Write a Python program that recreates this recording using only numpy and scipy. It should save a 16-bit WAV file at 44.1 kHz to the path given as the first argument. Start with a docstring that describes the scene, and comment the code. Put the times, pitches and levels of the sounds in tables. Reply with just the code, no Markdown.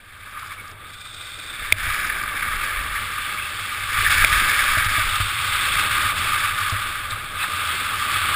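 """A packed ski course, heard from a small camera in a sealed plastic case on the skier's helmet.
Right at the microphone, wind drums and whistles on the case and bumps jolt the humming mount.
A body's length below, the skis glide, carve and spray snow; a pole knocks twice.
The sound is stored at a low rate and played back in held steps, which mirrors it into the treble."""
import sys
import numpy as np
from scipy import signal
from scipy.fft import rfft, irfft
from scipy.io import wavfile

SR = 44100
rng = np.random.default_rng(int(sys.argv[2]) if len(sys.argv) > 2 else 0)


def wav_out(sig):
    """Save sig, one row per channel (or a flat mono array), as 16-bit PCM at SR to the path in sys.argv[1]."""
    wavfile.write(sys.argv[1], SR, np.round(np.clip(np.atleast_2d(sig).T, -1, 1) * 32767).astype(np.int16))


N = 368235


def from_db(db):
    """Decibels to gain."""
    return 10 ** (np.asarray(db) / 20)


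def rms_one(x):
    """Scale to unit rms."""
    return x / np.sqrt(np.mean(x ** 2) + 1e-20)


def curves(rows):
    """One curve per column after the time column, interpolated at every sample."""
    times, *columns = np.transpose(rows)
    return [np.interp(np.arange(N) / SR, times, column) for column in columns]


def swells_db(rows):
    """Smooth swells or dips, each (centre [s], length [s], height [dB])."""
    t = np.arange(N) / SR
    return sum(db * np.cos(np.pi * np.clip((t - s) / length, -.5, .5)) ** 2 for s, length, db in rows)


def drift(hz):
    """Random wander: noise low-passed twice at hz; rms 1."""
    r = np.exp(-2 * np.pi * hz / SR)
    return rms_one(signal.lfilter([1], [1, -2 * r, r * r], rng.standard_normal(N + SR))[SR:])


def grit(per_s, spread_db):
    """Dense random impacts of uneven size."""
    sizes = from_db(spread_db * np.minimum(rng.exponential(1, N), 5)) * rng.choice([-1, 1], N)
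    return sizes * (rng.random(N) < per_s / SR) + 1e-18


def resonate(x, modes):
    """Parallel resonances, each applied twice for dark valleys; rms 1."""
    out = 0
    for k, (hz, width_hz, db) in enumerate(modes):
        r = np.exp(-np.pi * 1.5 * width_hz / SR)
        b = (1 - r * r) / 2 * np.array([1, 0, -1])
        a = [1, -2 * r * np.cos(2 * np.pi * hz / SR), r * r]
        out = out + from_db(db) * signal.lfilter(b, a, signal.lfilter(b, a, x)) * (-1) ** k
    return rms_one(out)


def ring(times, levels_db, hz, t60):
    """Each event sets one decaying sine ringing."""
    clicks = np.full(N, 1e-18)
    clicks[np.round(times * SR).astype(int)] = from_db(levels_db)
    r, w = from_db(-60 / (t60 * SR)), 2 * np.pi * hz / SR
    return signal.lfilter([0, np.sin(w)], [1, -2 * r * np.cos(w), r * r], clicks)


def case_wind(chatter_db):
    """Wind drums on the case, right at the microphone."""
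    # low case resonances: (frequency [Hz], width [Hz], gain [dB])
    modes = [(1207, 108, -2), (1510, 194, -13.5), (838.4, 48, -19), (605, 21, -24.5)]
    return resonate(grit(per_s=9000, spread_db=2) * from_db(.07 * chatter_db + 1.05 * drift(21)), modes)


def edge_carve(chatter_db):
    """Chattering edges scrape packed snow, coarse grains ringing the case."""
    # middle case resonances: (frequency [Hz], width [Hz], gain [dB])
    modes = [(1635, 252, 6.5), (2080, 290, -3.5), (2286, 150, 6), (2690, 75, -7)]
    return resonate(grit(per_s=8000, spread_db=3.2) * from_db(1.54 * chatter_db + .9 * drift(57)), modes)


def base_glide(chatter_db):
    """The ski bases slide with a finer, steadier hiss."""
    # mostly broad case resonances: (frequency [Hz], width [Hz], gain [dB])
    modes = [(1403, 410, -1.5), (2128, 324, -4), (2673, 324, -1), (2917, 56, 0.5), (3254, 630, -1),
             (4520, 290, -14.5)]
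    return resonate(grit(per_s=9500, spread_db=1.7) * from_db(.3 * chatter_db + .75 * drift(38)), modes)


def bumps():
    """Soft jolts thud in the mount and rattle it."""
    # bumps on the course: (time [s], thud level [dB], rattle relative to thud [dB])
    jolts = [(1.727, -16, -10), (1.868, -25.5, -11), (3.984, -24, -27), (4.246, -23, -1), (4.313, -28, -10),
             (4.772, -19.5, -8), (4.86, -20, -26), (4.981, -22, -7.5), (5.202, -17, -18), (5.914, -25, -24),
             (6.049, -24.5, -11), (6.253, -28, -12), (6.724, -18, -19), (7.119, -29, -15)]
    # the mount's thud: (frequency [Hz], t60 [s])
    thud_mode = (97.7, 0.192)
    # its rattle: (frequency [Hz], gain [dB], t60 [s])
    rattle_modes = [(175, -1.5, 0.029), (284, -1.8, 0.039), (636, 0.75, 0.07)]
    times, thud_db, rattle_db = np.transpose(jolts)
    rattle = sum(ring(times, thud_db + rattle_db + db, hz, t60) for hz, db, t60 in rattle_modes)
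    return ring(times, thud_db, *thud_mode) + rattle


def pole_knocks():
    """Hard pole blows: neighbouring modes start in opposite sense and beat; the high panel follows."""
    # pole blows: (time [s], level [dB])
    blows = [(1.7233, 10), (4.2462, 6.5)]
    # what a blow rings: (frequency [Hz], gain [dB], t60 [s], delay [s])
    modes = [(2130, -4, .014, 0), (2460, -4, .012, 0), (3520, -9, .010, .0024), (4900, -20, .006, 0),
             (1150, -28, .016, 0)]
    times, blow_db = np.transpose(blows)
    return sum((-1) ** k * ring(times + delay, blow_db + db, hz, t60)
               for k, (hz, db, t60, delay) in enumerate(modes))


def edge_bites():
    """An edge bites: a short swell of noise through one resonance."""
    # ringing bites: (start [s], length [s], frequency [Hz], width [Hz], level [dB])
    bites = [(0.358, 0.036, 1200, 150, -33.5), (0.411, 0.041, 1220, 200, -34),
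             (0.498, 0.043, 1170, 150, -38.5), (0.567, 0.056, 2230, 120, -34.5),
             (3.364, 0.049, 2240, 200, -25.5), (3.384, 0.11, 2600, 150, -32), (4.04, 0.046, 1700, 200, -15),
             (4.319, .1, 1670, 150, -29), (4.218, 0.009, 1710, 302, -13), (4.24, 0.00463, 1390, 410, -8),
             (7.102, 0.016, 3760, 900, -27), (7.378, 0.073, 2570, 250, -27),
             (7.422, 0.042, 1360, 700, -22.5), (7.415, 0.032, 3750, 300, -29)]
    out = np.zeros(N)
    for start, length, hz, width_hz, db in bites:
        first, size = round(start * SR), round(length * SR)
        scrape = resonate(rng.standard_normal(SR // 4), [(hz, width_hz, 0)])[-size:]
        out[first:first + size] += from_db(db) * rms_one(scrape) * np.hanning(size)
    return out


def case_whistle(chatter_db):
    """The case whistles roughly, fluttering as the skis chatter."""
    # narrow case resonances: (frequency [Hz], width [Hz], gain [dB])
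    modes = [(3560, 260, -1.5), (3730, 23, -9), (4440, 140, -12.5), (1472, 200, -5), (2405, 130, -6),
             (2010, 83, -7)]
    return resonate(grit(per_s=9000, spread_db=1.3) * from_db(1.2 * chatter_db + 1.15 * drift(34)), modes)


def snow_spray(chatter_db, clump_s=.017):
    """Thrown snow hisses in the treble, flaring with each clump."""
    # high case resonances: (frequency [Hz], width [Hz], gain [dB])
    modes = [(3740, 270, 9), (4700, 680, 7), (5190, 990, 7), (3380, 590, -38.5)]
    # clumps of snow: (time [s], swell [dB])
    clumps = [(.31, 2), (.396, 8), (.472, 10), (.68, 11), (.714, 9), (.94, 5), (1.012, 5), (1.145, 11),
              (1.39, 7), (1.94, 4), (2.07, 13), (2.23, 7), (2.37, 8), (2.56, 9), (2.65, 9), (2.69, 11.5),
              (3.68, 1), (4.85, 5), (4.91, 0), (5.51, 0), (6.19, 4), (6.7, 11), (8.2, -2)]
    grains = grit(per_s=9000, spread_db=3) * from_db(.8 * chatter_db + 1.1 * drift(35))
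    return resonate(grains, modes) * from_db(swells_db([(s, clump_s, db) for s, db in clumps]))


def gusts(band_hz=(5, 70)):
    """Slow heaves of air pressure at the microphone port."""
    # gust strength: (time [s], level [dB])
    strength = [(0.0, -52), (1.53, -53), (1.6, -41), (1.7, -37), (1.88, -29.5), (1.97, -38.5), (2.39, -42),
                (2.49, -32), (2.7, -45), (2.79, -30.5), (3.12, -45.5), (3.77, -50), (4.09, -25.5),
                (4.47, -29), (4.51, -39.5), (5.07, -26), (5.16, -43), (5.21, -30), (5.39, -52), (5.53, -39),
                (7.49, -45), (7.51, -61), (7.61, -53), (8.35, -43)]
    pressure = rng.standard_normal(N) * from_db(drift(10))
    band = signal.butter(1, band_hz, "band", fs=SR, output="sos").repeat(3, axis=0)
    return from_db(curves(strength)[0]) * rms_one(signal.sosfilt(band, pressure))


def mount_hum():
    """The mount hums at its two low resonances."""
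    # mount resonances: (frequency [Hz], width [Hz], gain [dB])
    modes = [(91.8, 26, -7), (68, 34, -20.5)]
    # hum strength: (time [s], level [dB])
    strength = [(0.0, -55), (0.44, -47.5), (1.63, -51), (1.95, -47.5), (2.14, -48), (2.81, -45.5),
                (3.74, -42.5), (4.16, -43), (4.58, -40), (5.02, -44), (5.35, -37), (6.4, -40), (6.58, -39),
                (7.28, -43.5), (7.65, -40), (8.35, -38.5)]
    shaking = rng.standard_normal(N) * from_db(.57 * drift(11))
    return from_db(curves(strength)[0]) * resonate(shaking, modes)


def air_rush():
    """Air rushes past the microphone port in a broad, fluttering noise."""
    # spectrum of the rush: (frequency [Hz], relative density [dB])
    spectrum = [(88, -30), (150, -4), (270, -7.5), (324, -7), (414, -8), (564, -7.5), (613, -6),
                (695, -9.5), (800, -9.5), (1040, -9.5), (1760, -120)]
    # rush strength: (time [s], level [dB])
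    strength = [(0.0, -58.5), (0.56, -53), (1.23, -53), (2.09, -44), (2.74, -44.5), (3.56, -49.5),
                (3.95, -47.5), (4.14, -40.5), (4.58, -42.5), (5.37, -48.5), (5.88, -41), (6.19, -42.5),
                (6.93, -48), (8.35, -41.5)]
    hz, db = np.transpose(spectrum)
    bin_hz = np.maximum(np.arange(N // 2 + 1) * SR / N, 1)
    colour = from_db(np.interp(np.log(bin_hz), np.log(hz), db))
    flutter = rng.standard_normal(N) * from_db(2.1 * drift(28))
    return from_db(curves(strength)[0]) * rms_one(irfft(rfft(flutter) * colour, N))


def scene():
    """At the helmet: five rough layers share the run's force, ruts and chatter; the rest add on top."""
    # force of skis and air on the case: (time [s], level [dB])
    run = [(0, -49), (.2, -43.5), (.42, -35.5), (.72, -41), (.95, -38), (1.4, -36), (1.74, -28),
           (1.84, -23.5), (2.15, -26.5), (2.6, -23.5), (3.35, -29), (3.5, -30.5), (3.9, -25), (3.97, -20.5),
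           (4.15, -19), (4.8, -19.5), (5.0, -23), (5.3, -25), (5.75, -20.5), (6.4, -23), (6.75, -24),
           (7.05, -28.5), (7.32, -31), (7.5, -25.5), (7.7, -22.5), (8.0, -23), (8.1, -21), (8.35, -21)]
    # the skis skip or dig in over ruts: (centre [s], length [s], change [dB])
    ruts = [(.39, 0.1, 1), (0.53, 0.082, 3), (0.763, 0.094, -3), (1.06, .05, 2.5), (1.21, 0.046, 3.5),
            (1.79, .05, 2.5), (1.82, .03, -3), (2.1, 0.022, 3.5), (2.24, 0.032, 2), (2.9, 0.089, -2.5),
            (4.067, 0.028, -1), (4.092, 0.028, -6), (4.12, .05, 3), (4.25, 0.029, 0), (4.275, 0.034, 4),
            (4.33, .05, 2.5), (4.58, 0.037, 0.5), (4.881, 0.023, -4.5), (5.21, 0.03, 3),
            (5.71, 0.056, -2.5), (5.795, .06, 2.5), (5.89, 0.048, -4.5), (6.141, 0.081, -5),
            (6.544, 0.14, -3.5), (7.08, 0.067, -4), (7.124, 0.032, 5.5), (7.416, 0.19, 4.5),
            (7.48, 0.044, -2), (7.61, .05, 1), (8.29, .04, -0.5)]
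    # shares of that force: (time [s], wind [dB], carve [dB], glide [dB], whistle [dB], spray [dB])
    shares = [(0, -3.5, 1, -2, -9, -15), (.45, -2.5, -5, -7.5, -16, -16), (.7, -3.5, -4.5, -5, -10, -16),
              (.76, -4, -4, -10, -15, -22), (.88, -4.5, -7, -7, -7, -20), (1.0, -9.5, -16, -10.5, -3, -14),
              (1.4, -9, -12, -4.5, 0, -10.5), (1.6, -9.5, -3, -7.5, -6, -17), (1.95, -6, 0, -7.5, -20, -14),
              (2.3, -7, -2.5, -10, -15, -20), (2.7, -5.5, -4, -7, -22, -20.5),
              (3.5, -2.5, -5, -1.5, -10, -14), (3.9, -6, -4, -5.5, -16, -15.5),
              (4.15, -6.5, -1.5, -4, -12, -11), (4.8, -4, -3, -6.5, -14, -15),
              (5.0, -2.5, -0.5, -2.5, -11, -13), (5.1, -3.5, -8, -1, -11, -13.5),
              (5.4, -4, -7.5, -1.5, -6.5, -15), (5.9, -3.5, -6.5, -2, -13, -17),
              (6.4, -1.5, -4.5, -3.5, -12.5, -14.5), (7.2, -4, -6.5, -5, -14, -19),
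              (7.6, -5, -9.5, -4, -13, -18), (8.0, -4.5, -9, -4, -17, -16.5),
              (8.35, -2, -9, -3.5, -19, -21)]
    force_db = curves(run)[0] + swells_db(ruts) + .4 * drift(13)
    chatter_db = .53 * drift(11) + drift(87)
    layers = case_wind, edge_carve, base_glide, case_whistle, snow_spray
    case = sum(from_db(force_db + share_db) * layer(chatter_db)
               for layer, share_db in zip(layers, curves(shares)))
    background = mount_hum() + gusts() + air_rush()
    return (case + bumps() + pole_knocks() + edge_bites() + background)[None]


def limiter(x, threshold_db=-3, release_db_s=90, attack_hz=50):
    """Gain drops a few ms after a loud peak and climbs back steadily."""
    ramp = release_db_s * np.arange(N) / SR
    over_db = np.maximum(20 * np.log10(np.abs(x) + 1e-9) - threshold_db, 0)
    held_db = np.maximum.accumulate(over_db + ramp, axis=1) - ramp
    r = np.exp(-2 * np.pi * attack_hz / SR)
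    return x * from_db(-signal.lfilter([1 - r], [1, -r], held_db))


def record(dry, stored_hz=12000, hold=4, cutoff_hz=15250):
    """The camera limits, stores at a low rate and clips; playback holds each sample and cuts the top."""
    band = signal.sosfilt(signal.butter(4, 5600, fs=SR, output="sos"), limiter(dry))
    stored = np.clip(signal.resample_poly(band, stored_hz, SR, axis=1), -.97, .97)
    steps = signal.resample_poly(np.repeat(stored, hold, axis=1), SR, stored_hz * hold, axis=1)[:, :N]
    return signal.sosfilt(signal.ellip(12, .5, 80, cutoff_hz, fs=SR, output="sos"), steps)


dry = scene()
out = record(dry)
wav_out(out)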